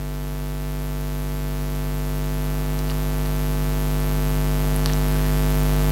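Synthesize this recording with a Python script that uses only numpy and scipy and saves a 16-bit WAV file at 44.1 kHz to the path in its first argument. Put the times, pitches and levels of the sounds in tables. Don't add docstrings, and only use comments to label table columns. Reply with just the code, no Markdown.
import sys
import numpy as np
from scipy import signal
from scipy.fft import rfft, irfft
from scipy.io import wavfile
from scipy.ndimage import uniform_filter1d

SR = 44100
rng = np.random.default_rng(int(sys.argv[2]) if len(sys.argv) > 2 else 0)


def transcribe(u):
    v = np.clip(np.atleast_2d(u).T, -1, 1)
    q = np.round(v * 32767).astype(np.int16)
    wavfile.write(sys.argv[1], SR, q)


N = 260693
TIME = np.arange(N) / SR

# [multiple of the mains, rms level/dB]
HUM_HARMONICS = [(1, -2.5), (2, -26.9), (3, -6), (4, -27.5), (5, -12.5), (6, -30.5), (7, -19.5), (8, -39.5),
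                 (9, -18), (10, -42), (11, -23.9), (12, -59), (13, -21), (14, -51), (15, -28), (16, -45.1),
                 (17, -24), (18, -47.5), (19, -27), (20, -41), (21, -29), (22, -48), (23, -27.5), (24, -46),
                 (25, -30), (26, -61)]
# [f/Hz, level/dB per Hz]
HISS_SPECTRUM = [(20, -74), (1000, -63.5), (3000, -63), (5000, -63), (8000, -63.5), (16000, -64)]
# [f/Hz, level/dB before the common whine level]
WHINE_LINES = [(623, -36), (723, -36), (823, -33.5), (923, -51), (1023, -46), (1123, -40.5), (1223, -37)]
# [f/Hz, level/dB per Hz before its slight swelling]
RUMBLE_SPECTRUM = [(15, -53), (40, -50), (62, -47), (85, -48.5), (115, -50), (129, -36.5), (175, -52.5),
                   (230, -48.5), (300, -55), (400, -52), (550, -60), (750, -59.5), (1500, -65.5),
                   (4000, -73.5)]
# [f/Hz, level/dB per Hz]
SIDE_SPECTRUM = [(80, -108), (160, -77), (400, -65), (700, -70.5), (1200, -125.5), (3000, -126.5),
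                 (6000, -94.5), (9000, -88), (13000, -115)]
# [t/s, level/dB, favoured f/Hz, spread/octaves, factor on the ring times]
CONTACTS = [ (2.7906, 4.5, 7000, .45, 0.68), (2.88, -5, 5500, .35, 1), (2.8988, 3, 2830, 0.39, 1.3),
            (2.9066, 2, 5500, .35, .8), (2.915, -0.5, 1200, 1.2, 1.5), (3.259, -8, 1400, 1.5, 3.5),
            (4.7625, 10, 11300, .35, 0.71), (4.8595, 14, 4000, 2.4, 1), (4.8920, -7, 2900, .35, 1),
            (4.898, 1.5, 1950, .4, 1), (4.9348, 3, 6400, .18, 1.1), ]
# [f/Hz, relative level/dB, t60/s before the contact's factor]
CLICK_MODES = [(1180, -7, 0.011), (1820, -9.5, 0.0094), (2890, -8, 0.0067), (3960, -1, .0035),
               (4600, 1, 0.0051), (5820, -6.5, 0.0045), (9300, -6.5, 0.0035), (11400, -8, 0.0032)]
# [f/Hz, relative level/dB per Hz]
RUSTLE_SPECTRUM = [(300, -25), (900, -7), (1700, 4), (2800, -9), (4400, -5), (7000, -22), (16000, -35)]

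MAINS_HZ, FIRST_SWITCH_S = 49.9762, .0012
TOP_HZ = 15800
START_DB, RISE_DB_PER_S, EASE_DB_PER_S2 = -27, 1.7853, 0.0323
SCRAPE_S, SCRAPE_LENGTH_S, SCRAPE_DB, SCRAPE_FADE_DB_PER_S = 4.859, .074, -21, 25
SCRAPE_START_HZ, SCRAPE_END_HZ, SCRAPE_SLOWING_S = 4980, 3610, .025
RUSTLE_S, RUSTLE_LENGTH_S, RUSTLE_DB = 5.0, 0.29, -24.5


def undb(db):
    return 10 ** (np.asarray(db) / 20)


def unit(x):
    return x / np.sqrt(np.mean(x ** 2))


def noise(points):
    hz, db = np.transpose(points)
    bins = np.maximum(np.fft.rfftfreq(N, 1 / SR), 1)
    gain = undb(np.interp(np.log(bins), np.log(hz), db))
    white = rng.standard_normal(N)
    return irfft(rfft(white) * gain, N) * np.sqrt(SR / 2)


def band(hz, width_hz):
    detune = 2 * (np.fft.rfftfreq(N, 1 / SR) - hz) / width_hz
    white = rng.standard_normal(N)
    return unit(irfft(rfft(white) / (1 + detune ** 2), N))


def walk(rate_hz):
    hold = int(SR / rate_hz)
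    steps = np.repeat(rng.standard_normal(N // hold + 1), hold)[:N]
    return unit(uniform_filter1d(uniform_filter1d(steps, hold), hold))


def ring(age, hz, t60):
    return np.sin(2 * np.pi * hz * age) * np.exp(-np.log(1000) * age / t60)


def swell(start_s, length_s, attack_s, release_s):
    age = TIME - start_s
    attack = np.clip(age / attack_s, 0, 1)
    return attack * np.exp(-np.maximum(age - length_s, 0) / release_s)


def half_cycle(turn, notch, notch_turns, tail_turns, swing=2.06):
    swing_turns, conduct_turns = .238, .267
    since_off = np.abs(turn - conduct_turns)
    conducting = -swing * np.cos(np.pi * turn / swing_turns) - notch * np.exp(-since_off / notch_turns)
    return np.where(turn < conduct_turns, conducting, np.exp(-since_off / tail_turns))


def switch_ring(turn, long_db, short_db):
    age = np.abs(turn) / MAINS_HZ
    long_ring = undb(long_db) * ring(age, hz=11550, t60=0.0095)
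    short_ring = undb(short_db) * ring(age, hz=13100, t60=0.0022)
    return long_ring + short_ring


def hum(phase, lag_turns=0.00077, soften_hz=12000, buzz_db=0.27, size=8192):
    turn = np.arange(size) / size
    late = turn - .5 - lag_turns
    rising = half_cycle(turn, notch=1.51, notch_turns=0.01756, tail_turns=0.172)
    rising = rising + switch_ring(turn, long_db=-9, short_db=-18)
    falling = -half_cycle(late, notch=1.66, notch_turns=0.0258, tail_turns=0.173)
    falling = falling + switch_ring(late, long_db=-17, short_db=-12.0)
    lines = rfft(np.where(late < 0, rising, falling))[:int(TOP_HZ / MAINS_HZ)]
    lines = lines * undb(buzz_db) / np.hypot(1, np.arange(len(lines)) * MAINS_HZ / soften_hz)
    low = undb([db for _, db in HUM_HARMONICS]) * size / np.sqrt(2)
    lines[0] = 0
    lines[1:len(low) + 1] = low * np.exp(1j * np.angle(lines[1:len(low) + 1]))
    cycle = irfft(lines, size)
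    return np.interp(phase, turn, cycle, period=1)


def sizzle(phase):
    age = phase % .5 / MAINS_HZ
    first = phase < .5
    onset = 1 - np.exp(-age / 0.00015)
    whistle = band(hz=11680, width_hz=900) * onset * np.exp(-age / 0.0016) * undb(np.where(first, -16, -19))
    spit = band(hz=13800, width_hz=4500) * np.exp(-age / 0.00054) * undb(np.where(first, -16, -12))
    fizz = band(hz=13700, width_hz=4900) * np.exp(-age / 0.0072) * undb(-23.5)
    return whistle + spit + fizz


def hiss():
    return noise(HISS_SPECTRUM)


def whine(waver=0.97, whine_db=-4.0):
    tones = np.zeros(N)
    for hz, db in WHINE_LINES:
        tones += undb(db) * np.sin(2 * np.pi * (hz * TIME + rng.random()))
    wavering = 1 + waver * np.tanh(walk(6.5))
    return np.sqrt(2) * undb(whine_db) * tones * wavering


def room(swell_db=0.1):
    rumble = noise(RUMBLE_SPECTRUM) * undb(swell_db * walk(4.95))
    drone = undb(-36.0) * band(hz=158.4, width_hz=3.0)
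    return rumble + drone


def side_noise():
    return noise(SIDE_SPECTRUM)


def clicks(microphone_hz=12500, crack_db=-13, crack_s=0.00081):
    out = np.zeros(N)
    age = TIME[:SR // 10]
    mode_hz, mode_db, _ = np.transpose(CLICK_MODES)
    for s, db, favoured_hz, spread, ring_factor in CONTACTS:
        crack = undb(crack_db) * rng.standard_normal(len(age)) * np.exp(-age / crack_s)
        rings = np.array([(-1) ** k * ring(age, hz, t60 * ring_factor)
                          for k, (hz, _, t60) in enumerate(CLICK_MODES)])
        octaves_off = np.log2(mode_hz / favoured_hz)
        weights = undb(mode_db) * np.exp(-.5 * (octaves_off / spread) ** 2)
        body = weights @ rings / np.linalg.norm(weights)
        start = int(s * SR)
        out[start:start + len(age)] += undb(db) * (crack + body)
    rounding = signal.butter(N=6, Wn=microphone_hz, fs=SR, output="sos")
    return signal.sosfilt(rounding, out)


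def scrape(width_hz=1700, grain_db=3):
    age = np.maximum(TIME - SCRAPE_S, 0)
    hz = SCRAPE_END_HZ + (SCRAPE_START_HZ - SCRAPE_END_HZ) * np.exp(-age / SCRAPE_SLOWING_S)
    slide = np.cos(2 * np.pi * np.cumsum(hz) / SR)
    friction = unit(band(0, width_hz) * slide * undb(grain_db * walk(600)))
    fade = undb(SCRAPE_DB - SCRAPE_FADE_DB_PER_S * age)
    return friction * swell(SCRAPE_S, SCRAPE_LENGTH_S, attack_s=.003, release_s=.007) * fade


def rustle(grain_db=2.0):
    rubbing = unit(noise(RUSTLE_SPECTRUM) * undb(grain_db * walk(400)))
    return undb(RUSTLE_DB) * rubbing * swell(RUSTLE_S, RUSTLE_LENGTH_S, attack_s=.15, release_s=0.076)


def volume():
    return undb(START_DB + RISE_DB_PER_S * TIME - EASE_DB_PER_S2 * TIME ** 2)


def scene():
    phase = (TIME - FIRST_SWITCH_S) * MAINS_HZ % 1
    electrical = hum(phase) + sizzle(phase) + hiss() + whine()
    acoustic = room() + clicks() + scrape() + rustle()
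    line = electrical + acoustic
    side = side_noise()
    return np.array([line + side, line - side]) * volume()


def record(dry):
    inputs = dry * undb([[-.04], [.04]])
    lowpass = signal.ellip(12, .1, 80, TOP_HZ, fs=SR, output="sos")
    return signal.sosfilt(lowpass, inputs)


dry = scene()
out = record(dry)
transcribe(out)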